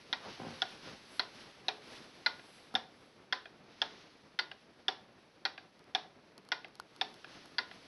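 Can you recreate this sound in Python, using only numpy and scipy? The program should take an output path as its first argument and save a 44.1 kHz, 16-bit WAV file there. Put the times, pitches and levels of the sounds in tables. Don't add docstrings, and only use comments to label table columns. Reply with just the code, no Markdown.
import sys
import numpy as np
from scipy import signal
from scipy.fft import rfft, irfft, next_fast_len
from scipy.io import wavfile

SR = 44100
rng = np.random.default_rng(int(sys.argv[2]) if len(sys.argv) > 2 else 0)


def volts(x):
    e = np.asarray(x, float) / 20
    return 10 ** e


def to_wav(s):
    ch = np.atleast_2d(s).T
    pcm = np.round(np.clip(ch, -1, 1) * 32767)
    wavfile.write(sys.argv[1], SR, pcm.astype(np.int16))


N = 347067


def rms_one(x):
    return x / np.sqrt(np.mean(x ** 2) + 1e-20)


def shaped(x, gain_at):
    size = next_fast_len(N + 4096)
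    hz = np.maximum(np.arange(size // 2 + 1) * SR / size, 1)
    return irfft(rfft(x, size) * gain_at(hz), size)[:N]


def shaped_noise(gain_at):
    return rms_one(shaped(rng.standard_normal(N), gain_at))


def at_hz(points, hz):
    corner_hz, level_db = np.transpose(points)
    return np.interp(np.log(hz), np.log(corner_hz), level_db)


def highpass(x, order, hz):
    return signal.sosfilt(signal.butter(order, hz, "high", fs=SR, output="sos"), x)


def drift(rate_hz):
    hop = 40
    r = np.exp(-2 * np.pi * hop * rate_hz / SR)
    chance = rng.standard_normal(N // hop + 2002)
    slow = signal.lfilter([1], [1, -2 * r, r * r], chance)[2000:]
    return np.interp(np.arange(N) / hop, np.arange(len(slow)), rms_one(slow))


def clicks(times, sizes):
    out = np.full(N, 1e-18)
    np.add.at(out, np.round(np.ravel(times) * SR).astype(int), np.ravel(sizes))
    return out


def ring(x, hz, t60):
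    r = volts(-60 / (t60 * SR))
    w = 2 * np.pi * hz / SR
    return signal.lfilter([0, np.sin(w)], [1, -2 * r * np.cos(w), r * r], x)


# (time [s], rustle level [dB])
MOTION = [
    (0, -65),
    (1.1, -64),
    (2.6, -66.5),
    (3.1, -74),
    (4.4, -72),
    (5.1, -74),
    (6.7, -75),
    (7.1, -66.5),
    (7.87, -70),
]
# (time [s], half length [s], rustle level [dB], hiss relative to rustle [dB])
BRUSHES = [(0.305, 0.053, -56.5, -27), (0.53, 0.24, -60.5, -17.5), (0.88, 0.046, -57, -22),
           (1.148, 0.053, -70, -2), (1.402, 0.05, -60.5, -17), (1.925, 0.081, -60.5, -14.5),
           (2.534, 0.1, -74, -1.5), (3.03, 0.099, -73.5, -11), (3.923, 0.17, -64.5, -24),
           (5.46, 0.038, -81, -16), (7.365, 0.062, -61.5, -23.5), (7.8, 0.12, -65.5, -17)]
# (frequency [Hz], density [dB per Hz])
RUSTLE_COLOUR = [(500, -8), (1200, -1), (3000, 0), (5000, -0.5), (7000, 1)]
# (frequency [Hz], density [dB per Hz])
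HUM_COLOUR = [(20, -51), (38, -18.5), (167, -3.5), (318, -3), (497, -5.5), (2500, -18.5), (3250, -32),
              (5500, -120)]


def air(flicker_db):
    hiss_under_db, hum_still_db, hum_under_db = -15.5, -65, 0.5
    split_hz = 7000
    t = np.arange(N) / SR
    moving = volts(2 * np.interp(t, *np.transpose(MOTION)))
    rustle_power = moving.copy()
    hiss_power = moving * volts(2 * hiss_under_db)
    for s, half, level_db, hiss_db in BRUSHES:
        swell = volts(2 * level_db) * np.exp(-((t - s) / half) ** 2)
        rustle_power = rustle_power + swell
        hiss_power = hiss_power + swell * volts(2 * hiss_db)
    hum_power = volts(2 * hum_still_db) + rustle_power * volts(2 * hum_under_db)
    rustle = shaped_noise(lambda hz: volts(at_hz(RUSTLE_COLOUR, hz)) * (hz < split_hz))
    hum = shaped_noise(lambda hz: volts(at_hz(HUM_COLOUR, hz)))
    hiss = shaped_noise(lambda hz: (hz > split_hz) * (hz < 12000))
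    cloth = rustle * volts(4.5) * np.sqrt(rustle_power) + hiss * volts(17.5) * np.sqrt(hiss_power)
    cloth_flicker = volts(0.45 * flicker_db * drift(14.0))
    hum_flicker = volts(flicker_db * drift(17.0))
    return cloth_flicker * cloth + hum * np.sqrt(hum_power) * hum_flicker


def snap_and_crack(times, facing_db, crack_hz, snap_db, crack_db, crack_t60):
    out = highpass(volts(snap_db) * clicks(times, volts(facing_db)), 2, 2500)
    t = np.arange(1024) / SR
    envelope = volts(-60 * t / crack_t60) * np.clip(t / 0.0004, 0, 1)
    sizes = volts(facing_db + crack_db)
    for s, size, hz in zip(times.ravel(), sizes.ravel(), np.repeat(crack_hz, times.shape[1])):
        i = round(s * SR)
        out[i:i + len(t)] += size * np.sin(2 * np.pi * hz * t) * envelope
    return out


# (frequency [Hz], tick [dB], tock [dB], play
# [dB], t60 [s])
MODES = [(428, -21, -15, -21, 0.35), (645, -7.5, -2, 5, 0.03), (762, 1.5, 3.5, 2.5, 0.053),
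         (882, -2.5, -1, -21, 0.046), (1013, -6, -9.5, -18, 0.076), (1176, -19.5, -19, -23, 0.08),
         (1423, 7.5, -1, -16, 0.061), (1590, -4.5, -12, 4.5, 0.042), (1668, 1, -3.5, 2, 0.047),
         (1835, 5, -2.5, -1, 0.014), (1900, -3, -13, -13, 0.071), (2044, 4, -16, 3, 0.029),
         (2428, -5.5, -10, 0, 0.059), (2736, 1, 2, 9, 0.0051),
         (3020, -20, -24, -17, 0.009), (3256, 0.5, -4, 2, 0.017), (3590, 0.5, -0.5, -10, 0.013),
         (3696, -4.5, 0, -13, 0.017), (4140, 1.5, -6, -18, 0.025), (4250, 2, -16, -29, 0.0077),
         (4670, -2.5, -20, -18, 0.035), (4600, -13, -26, -18, 0.1), (5280, 7.5, 7.5, 9, 0.0092),
         (5140, 7, 1, 7, 0.0099), (5670, 8.5, 5.5, -14, 0.0069), (5396, -20, -20.5, -20, 0.22),
         (6200, -11, -5.5, -16, 0.015)]
TOP_DB = [-0.5, 0, -6]


def clock_modes(times, kind, knock_db, facing_db, spread_db, level_db):
    low_force_db = knock_db + 5
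    top_force_db = low_force_db + np.array(TOP_DB)[kind - 1, None]
    out = np.zeros(N)
    for k, mode in enumerate(MODES):
        hz, t60 = mode[0], mode[4]
        force_db = low_force_db if hz <= 2800 else facing_db if hz <= 4800 else top_force_db
        mode_db = np.array(mode)[kind][:, None] + spread_db * rng.standard_normal(times.shape)
        strikes = clicks(times, volts(force_db + mode_db + level_db))
        out += (-1) ** k * ring(strikes, hz, t60)
    return out


# (frequency [Hz], density [dB per Hz])
RATTLE = [(250, -29), (750, 4.5), (1600, 2.5), (2600, 1.5), (3700, 0), (5400, -6.5), (6600, -16),
          (7500, -17)]
# (frequency [Hz], density [dB per Hz])
LINGER = [(400, -1.5), (800, -2), (1550, -3.5), (2600, -8.5), (3700, 0), (4850, -6.5), (5450, -3.5),
          (7000, -20.5)]


def loose_wood(onsets, knock_db, rattle_db, rattle_t60, linger_db, linger_t60):
    shake = clicks(onsets + .002, volts(knock_db))
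    out = np.zeros(N)
    for colour, db, t60 in [(RATTLE, rattle_db, rattle_t60), (LINGER, linger_db, linger_t60)]:
        dying = signal.lfilter([volts(db)], [1, -volts(-60 / (t60 * SR))], shake)
        out += dying * shaped_noise(lambda hz: volts(at_hz(colour, hz)) * (hz > 250))
    return out


# (time [s], knock on the case [dB], crack facing the microphone [dB], crack frequency [Hz])
TICKS = [(0.1279, -30.5, -19, 3760), (1.1947, -29, -15.5, 4250), (2.2613, -26.5, -16, 4160),
         (3.3249, -27.5, -19, 3360), (4.3896, -29, -15.5, 3230), (5.452, -29, -18, 4440),
         (6.5181, -28.5, -18.5, 3320), (7.5831, -28.5, -18.5, 4600)]
# (time [s], knock on the case [dB], crack facing the microphone [dB], crack frequency [Hz])
TOCKS = [(0.6195, -30, -18, 3720), (1.683, -29, -19, 3880), (2.7518, -28, -18.5, 3590),
         (3.817, -28.5, -18, 3400), (4.8821, -28, -18, 3430), (5.949, -27.5, -16.5, 3340),
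         (7.012, -29.5, -17, 3430)]
# (time [s], knock [dB], facing crack [dB], crack frequency [Hz])
PLAY = [(2.393, -54.5, -62, 1710), (3.4555, -51.5, -39.5, 1520), (4.514, -48.5, -35, 2880),
        (5.5775, -47, -38, 2430), (6.6447, -49, -38.5, 2380), (7.244, -51.5, -39.5, 1500),
        (7.7122, -50.5, -44, 1610)]
# (time after onset [s], tick [dB], tock [dB], play [dB])
CONTACTS = [
    (0, -8.5, -2, -11),
    (.0006, -2, 1.5, -2),
    (.0017, -12.5, -7.5, 3),
    (.0039, -7, -23, -20),
    (.0058, -4.5, -2.5, -16),
]


def escapement(spread_db, level_db, crack_db, crack_t60, snap_db, rattle_db, rattle_t60, linger_db, linger_t60):
    dulling_db_per_s = 456
    beats = np.array(TICKS + TOCKS + PLAY, float)
    kind = np.repeat([1, 2, 3], [len(TICKS), len(TOCKS), len(PLAY)])
    contacts = np.array(CONTACTS)
    delay, contact_db = contacts[:, 0], contacts.T[kind]
    jitter = rng.normal(0, .0001, (len(beats), len(contacts)))
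    times = beats[:, :1] + delay + jitter
    knock_db = beats[:, 1:2] + contact_db
    facing_db = beats[:, 2:3] + contact_db - dulling_db_per_s * delay
    out = snap_and_crack(times, facing_db, beats[:, 3], snap_db, crack_db, crack_t60)
    out += clock_modes(times, kind, knock_db, facing_db, spread_db, level_db)
    out += loose_wood(beats[:, 0], beats[:, 1], rattle_db, rattle_t60, linger_db, linger_t60)
    return highpass(out, 4, 220)


def room(x):
    t60, wall_cut_hz = 0.31, 1170
    t = np.arange(SR // 2) / SR
    dull = signal.lfilter([1], [1, -np.exp(-2 * np.pi * wall_cut_hz / SR)], rng.standard_normal(len(t)))
    tail = dull * volts(-60 * t / t60) * np.clip(t / 0.018, 0, 1)
    return signal.fftconvolve(x, tail / np.sqrt(np.sum(tail ** 2)))[:N]


# (time [s], half length [s], level [dB], low edge [Hz], high edge [Hz])
SCUFFS = [
    (0.26, 0.033, -51, 550, 1160),
    (0.453, 0.052, -56.5, 250, 1900),
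]


def scuff():
    t, noise = np.arange(N) / SR, rng.standard_normal(N)
    out = np.zeros(N)
    for s, half, db, low_hz, high_hz in SCUFFS:
        band = signal.butter(2, [low_hz, high_hz], "band", fs=SR, output="sos")
        swell = np.exp(-((t - s) / half) ** 2 / 2)
        out += volts(db) * swell * rms_one(signal.sosfilt(band, noise))
    return out


# (time [s], peak level [dB], bright part [dB])
CREAK = [
    (0.399, -34.5, -11),
    (0.417, -34, -12.5),
    (0.433, -47, 0),
    (0.448, -37.5, -9.5),
    (0.466, -31, -16),
    (0.484, -34, -14.5),
    (0.505, -41, -12),
    (0.526, -44, -12),
    (2.74, -36, -22),
    (2.744, -35.5, -10.5),
]
# (frequency [Hz], level [dB], t60 [s])
BOARD = [(94.2, -14, 0.17), (156, -8.5, 0.13), (238, -3.5, 0.1), (390, 2, 0.019), (527, -9, 0.21),
         (760, 1, 0.032), (1040, -6, 0.051), (1500, -8, .02), (2000, -31, .012)]


def creak():
    s, peak_db, bright_db = np.transpose(CREAK)
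    board = np.zeros(N)
    for k, (hz, level_db, t60) in enumerate(BOARD):
        slip_db = peak_db + level_db - 6 + (hz > 300) * (bright_db + 10)
        board += (-1) ** k * ring(clicks(s, volts(slip_db)), hz, t60)
    return highpass(board, 2, 70)


# (time [s], peak level [dB], dull part [dB])
FINGERS = [(2.0432, -47, -63), (2.741, -39, -41), (2.7433, -36, -46), (5.793, -45, -78), (5.842, -48, -70),
           (6.3794, -33, -65), (6.451, -46, -75), (6.4887, -34.5, -53.5), (6.683, -49, -55),
           (6.7465, -54, -75), (6.7544, -36, -64), (6.799, -26.5, -34), (6.824, -56, -75),
           (6.9548, -61, -59), (6.963, -37.5, -55), (7.142, -37, -61.5), (7.458, -36, -52)]


def fingers():
    s, peak_db, dull_db = np.transpose(FINGERS)
    burst = rng.standard_normal(88) * volts(-np.arange(88) * 0.13)
    snap = np.convolve(clicks(s, volts(peak_db - 1.5)), burst)[:N]
    snap = highpass(snap, 2, 1500)
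    snap = signal.lfilter([1, -.5], [1], snap)
    touch = clicks(s, volts(dull_db))
    shell = ring(touch, 1020, 0.0083)
    shell += volts(-12) * ring(touch, 870, 0.015)
    shell -= volts(-4) * ring(touch, 1450, 0.025)
    return snap + shell


def scene():
    close = air(flicker_db=2.12)
    clock = escapement(spread_db=2.5, level_db=-13.0, crack_db=1.5, crack_t60=0.0078, snap_db=-1.5,
                       rattle_db=-10, rattle_t60=0.073, linger_db=-15.5, linger_t60=0.28)
    close += scuff()
    knocks = clock + creak()
    close += fingers()
    return (knocks + volts(-20) * room(knocks) + close)[None]


def band_limit(x):
    return signal.sosfilt(signal.butter(12, 11870, fs=SR, output="sos"), x)


# (frequency [Hz], gain [dB])
MIC = [(4500, 1), (5600, -3), (6300, -9.5), (7000, -14), (9200, -14.5), (10800, -8.5), (11400, -15.5),
       (11900, -40)]


def record(dry):
    null_hz, null_step_hz = 7000, 1500

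    def path_gain(hz):
        ripple = np.sin(np.pi * np.clip((hz - null_hz) / null_step_hz, -.5, 2.5))
        return -ripple * volts(at_hz(MIC, hz))

    heard = shaped(dry[0], path_gain)
    return band_limit(heard[None])


dry = scene()
out = record(dry)
to_wav(out)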